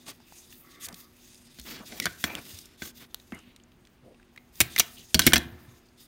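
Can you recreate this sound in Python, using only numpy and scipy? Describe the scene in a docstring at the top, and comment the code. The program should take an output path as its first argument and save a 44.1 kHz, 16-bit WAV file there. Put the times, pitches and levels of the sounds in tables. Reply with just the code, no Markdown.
"""Stripping a wire at a workbench

Gloved hands twist a wire, lift a plastic and steel wire stripper, strip the wire and lay the tool down.
Rubber gloves rustle and scrape in tiny snaps, and wire ends tick. Jaws, latch and handles ring
briefly as they knock together, and the bench thuds under them. A lamp hums in the small, quiet workshop."""
import sys
import numpy as np
from scipy import signal
from scipy.fft import rfft, irfft, next_fast_len
from scipy.io import wavfile
from scipy.ndimage import uniform_filter1d

SR = 44100
rng = np.random.default_rng(int(sys.argv[2]) if len(sys.argv) > 2 else 0)


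def pcm_store(signal):
    """Save signal as 16-bit PCM."""
    levels = np.round(np.clip(np.atleast_2d(signal), -1, 1) * 32767)
    wavfile.write(sys.argv[1], SR, levels.astype(np.int16).T)


N = 267951

# The tone of the still air. Each row: frequency in Hz, relative level in dB.
AIR_TONE = [(15, -48), (25, 0), (185, -9), (363, -11.5), (439, -17.5), (2690, -25.5), (13600, -50),
            (16000, -40.5)]
# The lamp's hum. Each row: pitch in Hz, level in dB that it wavers around.
LAMP_TONES = [(242.2, -66.5), (360.7, -73)]
# The gloves' constant faint rustle. Each row: time in seconds, level in dB.
RUSTLE_LEVELS = [(0, -60), (0.16, -61.5), (0.8, -61), (1.1, -63.5), (1.6, -57.5), (2.1, -55.5),
                 (2.6, -52.5), (2.75, -69), (3.07, -67.5), (3.35, -61.5), (3.55, -74.5), (4.51, -71),
                 (4.57, -50.5), (4.82, -46.5), (4.93, -56.5), (5.35, -52.5), (5.5, -61), (5.9, -70.5)]
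# The bands of noise that rubber folds make. Each row: centre in Hz, relative level in dB.
GLOVE_FOLDS = [(1900, -14.5), (2600, -12.5), (3600, -6), (4900, -7.5), (6500, -6), (8800, -7.5),
               (11500, -8.5), (14500, -2.5)]
# A glove rubs wire, grip or the other glove. Each row: start in seconds, length in seconds, level in dB.
GLOVE_RUBS = [(0.055, 0.064, -44), (0.254, 0.22, -55.5), (0.488, 0.13, -60.5), (0.7, 0.065, -55),
              (0.796, 0.079, -39.5), (0.945, 0.11, -52.5), (1.096, 0.3, -64), (1.63, 0.14, -48),
              (1.851, 0.052, -50.5), (2.173, 0.11, -46.5), (2.444, 0.16, -53), (2.773, 0.14, -47.5),
              (2.947, 0.11, -52), (4.925, 0.11, -65), (5.972, 0.095, -58.5)]
# Tool and gloves scrape, squeak and creak.
# Each row: start in seconds, length in seconds, centre in Hz, width in octaves, level in dB.
SCRAPE_STROKES = [(0.062, 0.076, 1320, 2, -47), (0.616, 0.53, 1225, 0.16, -62),
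                  (0.636, 0.47, 1900, 0.25, -61.5), (0.87, 0.08, 890, 1, -50), (1.65, 0.19, 1760, 1.3, -46),
                  (1.677, 0.11, 4700, 0.3, -49), (1.797, 0.065, 680, 1.1, -51),
                  (1.897, 0.14, 670, 0.42, -54), (1.858, 0.37, 3200, 1.9, -48.5),
                  (2.012, 0.087, 1980, 0.12, -43), (2.021, 0.038, 3900, 1.04, -39),
                  (2.246, 0.19, 900, 1.55, -43.5), (2.26, 0.16, 2410, 0.16, -45),
                  (2.438, 0.19, 2970, 2.8, -51.5), (2.619, 0.17, 2490, 1.5, -61),
                  (2.835, 0.087, 2980, 2.1, -47.5), (2.998, 0.064, 1900, 1.34, -52),
                  (3.321, 0.093, 1230, 0.77, -53.5), (3.325, 0.048, 2080, 0.11, -47),
                  (3.336, 0.12, 2830, 0.13, -58.5), (3.387, 0.19, 2720, 0.56, -63),
                  (4.033, 0.14, 433, 0.53, -57), (4.616, 0.18, 3900, 0.34, -57.5),
                  (4.72, 0.034, 6130, 0.31, -54), (4.956, 0.098, 3160, 0.37, -54.5),
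                  (5.2, 0.13, 3500, 1.24, -35.5), (5.384, 0.074, 1730, 1.6, -50),
                  (5.386, 0.15, 217, 0.77, -58), (5.458, 0.43, 1203, 1, -62.5)]
# The tones at which the tool rings. Each row: pitch in Hz, relative level in dB.
TOOL_TONES = [(700, -10.5), (1140, -15), (1500, -2), (1770, -10.5), (2100, 1), (2350, -1.5), (2900, 2),
              (3300, 6.5), (3900, 5.5), (4450, 5), (5300, 3.5), (5900, 7.5), (7250, 5), (9000, 5.5)]
# The tone of the bench when scraping shakes it. Each row: frequency in Hz, relative level in dB.
RUMBLE_TONE = [(30, -12), (150, -2.5), (300, 2.5), (700, -15.5)]
# Wire ends and glove folds tick. Each row: start in seconds, level in dB, pitch in Hz.
SMALL_TICKS = [(0.111, -45, 1000), (0.202, -50, 1200), (0.323, -47, 894), (0.514, -54, 4000),
               (0.526, -41.5, 2470), (0.856, -33, 6500), (0.863, -38, 3300), (0.8855, -32, 3050),
               (0.926, -41, 5100), (0.943, -37, 4150), (1.355, -48, 5030), (1.597, -34, 4470),
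               (1.6134, -42, 6200), (2.588, -34.5, 6100), (2.656, -41, 7140), (3.199, -44.5, 3660),
               (3.347, -46, 9500), (3.389, -47, 7000), (3.562, -43.5, 3430), (3.599, -52.5, 3170),
               (3.636, -54, 6850), (3.7184, -53, 3170), (3.851, -50, 3550), (3.8715, -48.5, 2700),
               (4.1456, -53.5, 2530), (4.198, -52, 1570), (4.2285, -53.5, 2300), (4.361, -45, 1930),
               (4.5552, -45, 6170), (5.886, -54.5, 5010)]
# Grip and wire bump the bench. Each row: start in seconds, level in dB, pitch in Hz.
SOFT_BUMPS = [(0.868, -42, 82), (0.928, -32.5, 186), (1.597, -36, 60), (1.807, -28, 222), (1.924, -33, 252),
              (2.532, -34, 88.5), (3.325, -23.5, 227), (4.03, -42, 120), (4.613, -19.5, 122),
              (5.46, -34, 110), (5.519, -32.5, 95.5), (5.679, -34.5, 123)]
# The tool knocks, snaps and bounces. Each row: start in seconds, level in dB, pitch in Hz where it rings
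# most, fade time there in milliseconds, then treble crack and bench thud, both in dB from that level.
TOOL_BLOWS = [(1.587, -36, 4630, 120, -18, -12), (1.9217, -32.5, 1900, 53, -28, -9.5),
              (2, -14.5, 2070, 19, -5.5, -26.5), (2.0564, -10, 1370, 30, -13.5, -27.5),
              (2.0658, -15, 1357, 61, -40, -18.5), (2.2402, -9, 1770, 53, -17, -21),
              (2.3521, -19, 3000, 13, -15, -27), (2.8204, -24.5, 1410, 61, -25, -13.5),
              (3.1447, -21.5, 3630, 9.7, 1.5, -63), (3.322, -27.5, 1310, 30, -59, -10),
              (4.3759, -35.5, 2170, 26, -42, -35), (4.6034, -12, 6500, 43, 8, -24),
              (4.6058, -4, 2340, 28, -12.5, -23), (4.61, -3.5, 2540, 54, -14, -30),
              (4.6138, -6.5, 9000, 28, -2, -40), (4.7623, -15.5, 2100, 30, -16.5, -36),
              (4.7801, -13, 2490, 50, -13.5, -36.5), (4.787, -13, 3940, 23, -0.5, -47.5),
              (4.7923, -18, 3900, 30, -8, -42.5), (4.7968, 0, 6230, 37, -5, -42.5),
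              (4.8, -4, 2510, 43, -11.5, -36.5), (5.1444, -0.5, 4430, 35, -9, -27.5),
              (5.1487, -10.5, 4300, 40, -15.5, -7.5), (5.193, -2.5, 1500, 54, -5.5, -20),
              (5.2175, -15.5, 3900, 51, -15.5, -22.5), (5.2659, -1.5, 2210, 67, -2.5, -10),
              (5.274, -3, 1880, 37, -13.5, -26.5), (5.322, -15, 1600, 29, -32.5, -24),
              (5.3336, 0.5, 1930, 62, -8.5, -18.5), (5.3582, -6, 2020, 37, -12, -19.5),
              (5.365, -8.5, 1770, 50, -19.5, -23), (5.38, -15, 3900, 30, -4.5, -13.5)]
# The tones of the struck bench. Each row: pitch in Hz, relative level in dB, fade time in seconds.
BENCH_TONES = [(74.3, -7, 0.19), (108, -13, 0.076), (158, -5, 0.11), (226, 4, 0.06), (323.3, -5.5, 0.1),
               (371.2, -10.5, 0.11), (645.6, -15.5, 0.12)]
# How long the room echoes. Each row: frequency in Hz, fade time in seconds.
ECHO_TIMES = [(100, 0.99), (1500, 0.47), (10000, 0.021)]


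def gain(db):
    """Turn decibels into a number to multiply by."""
    return 10 ** (np.asarray(db) / 20)


def fade(t, fade_time):
    """Die away smoothly; the fade time is how long it takes to drop 60 dB."""
    return np.exp(-np.log(1000) * t / fade_time)


def rise(t, rise_time):
    """Climb quickly from 0 towards 1, softening the start of a sound."""
    return 1 - np.exp(-t / rise_time)


def swell(count, skew, edge):
    """Rise and fall once: skew under 1 peaks early, over 1 late; a larger edge softens the ends."""
    return np.sin(np.pi * np.linspace(0, 1, count) ** skew) ** edge


def wander(per_second):
    """Glide between random values, mostly within -1 to 1, for the whole scene."""
    step = int(SR / per_second)
    return uniform_filter1d(np.repeat(rng.standard_normal(N // step + 1), step), step)[:N]


def colour(sound, points):
    """Shape a sound's tone along (Hz, dB) points, then set its average (rms) level to 1."""
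    hz, db = np.transpose(points)
    size = next_fast_len(len(sound))
    freqs = np.maximum(np.fft.rfftfreq(size, 1 / SR), 1)
    curve_db = np.interp(np.log(freqs), np.log(hz), db, left=-80, right=-80)
    shaped = irfft(rfft(sound, size) * gain(curve_db), size)[:len(sound)]
    return shaped / np.sqrt(np.mean(shaped ** 2))


def grains(count, per_second, spread_db):
    """Surfaces stick and slip, making tiny snaps of uneven size over a hiss."""
    snaps = rng.random(count) < per_second / SR
    sizes = gain(spread_db * np.minimum(rng.exponential(size=count), 4))
    return (1 + snaps * sizes) * rng.standard_normal(count)


def ring(t, hz, gains, fade_time, chatter):
    """A struck object sounds several fading tones; chattering joints make each one flutter."""
    detune = 1 + 0.031 * rng.standard_normal(hz.shape)
    waves = np.sin(2 * np.pi * (hz * detune * t + rng.random(hz.shape))) * fade(t, fade_time)
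    flutter = 8 * uniform_filter1d(rng.standard_normal(waves.shape), size=64, axis=1)
    return (gains * waves * (1 + chatter * flutter)).sum(axis=0)


def add(out, start, sound):
    """Mix a short sound in at a start time in seconds."""
    first = int(start * SR)
    out[first:first + len(sound)] += sound[:N - first]


def lamp_hum():
    """The lamp hums at multiples of the mains frequency, wavering a little."""
    out, t = np.zeros(N), np.arange(N) / SR
    for hz, db in LAMP_TONES:
        level = np.sqrt(2) * gain(db + 4 * wander(22))
        out += level * np.sin(2 * np.pi * (hz * t + 0.14 * wander(22)))
    return out


def still_air():
    """The workshop's air is a faint, steady, mostly low noise."""
    return colour(rng.standard_normal(N), AIR_TONE) * gain(-60.5)


def glove_rustle():
    """Rubber crackles finely; its tone shifts as folds open, and each rub makes it louder."""
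    shared = 0.8 * grains(N, per_second=900, spread_db=4.5)
    folds = np.zeros(N)
    for hz, db in GLOVE_FOLDS:
        crackle = shared + grains(N, per_second=250, spread_db=6.5)  # each fold adds its own snaps
        band = [(hz / 2, -28), (hz / 1.15, -9), (hz, 0), (hz * 1.15, -9), (hz * 2, -28)]
        folds += colour(crackle, band) * gain(db + 3.9 * wander(9) + 2.5 * wander(40))
    motion = gain(np.interp(np.arange(N) / SR, *np.transpose(RUSTLE_LEVELS)))
    for start, length, db in GLOVE_RUBS:
        add(motion, start, gain(db) * swell(int(length * SR), skew=1.13, edge=0.75))
    return folds / 2 * motion * gain(2 * wander(70))


def scrapes():
    """Each scrape is gritty noise around one pitch that wakes its own mix of the tool's tones."""
    out, tool_hz = np.zeros(N), np.array(TOOL_TONES)[:, :1]
    unsteady = gain(2.5 * wander(160))
    freqs = np.geomspace(100, 15000, 300)
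    tool_peaks = np.exp(-(np.log2(freqs / tool_hz) / 0.02) ** 2)
    for start, length, hz, width, db in SCRAPE_STROKES:
        count = int(length * SR)
        peaks_db = (10 * rng.random(tool_hz.shape) * tool_peaks).sum(axis=0)
        band_db = np.maximum(-6 * (np.log2(freqs / hz) / width) ** 2, -60)
        grit = colour(grains(count, per_second=900, spread_db=3.7), np.c_[freqs, band_db + peaks_db])
        add(out, start, gain(db) * swell(count, skew=0.6, edge=0.9) * grit)
    return out * unsteady


def bench_rumble(scraping):
    """Whatever scrapes also shakes the bench, so a low noise follows its loudness."""
    push = uniform_filter1d(abs(scraping), size=2000)
    return colour(rng.standard_normal(N), RUMBLE_TONE) * push * gain(-2.5 + wander(24))


def ticks():
    """Wire ends and glove folds give dry clicks; stronger ones spread further from their pitch."""
    out, t = np.zeros(N), np.arange(SR // 20) / SR
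    for start, db, hz in SMALL_TICKS:
        sides_db = min(1.3 * (db + 27.5), -2)
        band = [(hz / 3, sides_db), (hz, 0), (hz * 1.4, 0.45 * sides_db), (16000, sides_db)]
        click = colour(rng.standard_normal(len(t)), band)
        add(out, start, gain(db) * click * fade(t, 0.019) * rise(t, 0.00031))
    return out


def bumps():
    """Grip and wire land softly on the bench, each making a few slow swings of a low tone."""
    out, t = np.zeros(N), np.arange(SR // 4) / SR
    for start, db, hz in SOFT_BUMPS:
        cycles = hz * t
        add(out, start, gain(db) * np.sin(2 * np.pi * cycles) * fade(cycles, 9.2) * rise(cycles, 0.78))
    return out


def tool_clack(hz, fade_time, crack_db):
    """A blow rings the tool, favouring tones near one pitch, and loose parts rattle on for a moment."""
    t = np.arange(SR // 10) / SR
    tool_hz, tool_db = np.transpose(TOOL_TONES)[:, :, None]
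    octaves = np.log2(tool_hz / hz)
    near = np.exp(-(octaves / 0.17) ** 2)  # 1 at the blow's pitch, 0 far from it
    # a soft blow with little crack pings more clearly and reaches the high tones less
    chatter = 1.1 - near * np.clip(-crack_db / 30, 0, 0.7)
    strength = near + 0.44 * gain(0.3 * crack_db * np.maximum(octaves, 0))
    fade_times = fade_time * (0.74 + 0.26 * near)  # far tones die sooner
    body = ring(t, tool_hz, strength * gain(tool_db), fade_times, chatter) * rise(t, 0.00021)
    body *= 1 + 0.74 * fade(t, 0.11 * fade_time)  # strongest while the parts still touch
    bright_hiss = signal.lfilter([1, -0.6], [1], rng.standard_normal(len(t)))
    rattle = bright_hiss * (fade(t, 0.32 * fade_time) + gain(-22.5) * fade(t, 2.5 * fade_time))
    return body / abs(body).max() + gain(crack_db) * rattle


def bench_thud():
    """The bench rings low, in a new mix each time because every blow lands somewhere else."""
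    t = np.arange(SR // 5) / SR
    hz, db, fade_times = np.transpose(BENCH_TONES)[:, :, None]
    gains = gain(db + 2 * rng.standard_normal(db.shape))
    return ring(t, hz, gains, fade_times, chatter=0.23) * rise(t, 0.0015)


def blows():
    """Each knock of jaws, latch or handles rings the tool and pushes the bench."""
    out = np.zeros(N)
    for start, db, hz, fade_ms, crack_db, thud_db in TOOL_BLOWS:
        add(out, start, gain(db) * tool_clack(hz, fade_ms / 1000, crack_db))
        add(out, start, gain(db + thud_db) * bench_thud())
    return out


def room_echo(sound):
    """The walls return a short wash of sound that loses its treble first."""
    t, tail = np.arange(SR // 2) / SR, 0
    echo_hz, fade_times = np.transpose(ECHO_TIMES)
    for hz in 90 * 2. ** np.arange(8):
        band = colour(rng.standard_normal(len(t)), [(hz / 1.5, -3), (hz, 0), (hz * 1.5, -3)])
        fade_time = np.interp(np.log(hz), np.log(echo_hz), fade_times)
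        tail += np.sqrt(hz) * band * fade(t, fade_time)
    tail *= rise(t, 0.00092)
    return signal.fftconvolve(sound, tail / np.sqrt(np.sum(tail ** 2)))[:N] * gain(-22)


def scene():
    """Mix the hits and their echo with the moving hands, the lamp and the air, in one channel."""
    hits = blows() + ticks() + bumps()
    echo = room_echo(hits)
    gloves = glove_rustle()
    scraping = scrapes()
    return (hits + echo + gloves + scraping + bench_rumble(scraping) + lamp_hum() + still_air())[None]


def record(dry):
    """The microphone drops the deepest bass, rounds the loudest peaks and cuts the highest treble."""
    bass_cut = signal.butter(2, 38, "high", fs=SR, output="sos")
    treble_cut = signal.ellip(10, 0.2, 90, 15750, fs=SR, output="sos")
    rounded = np.tanh(1.2 * signal.sosfilt(bass_cut, dry)) / 1.2
    return signal.sosfilt(treble_cut, rounded)


dry = scene()
out = record(dry)
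pcm_store(out)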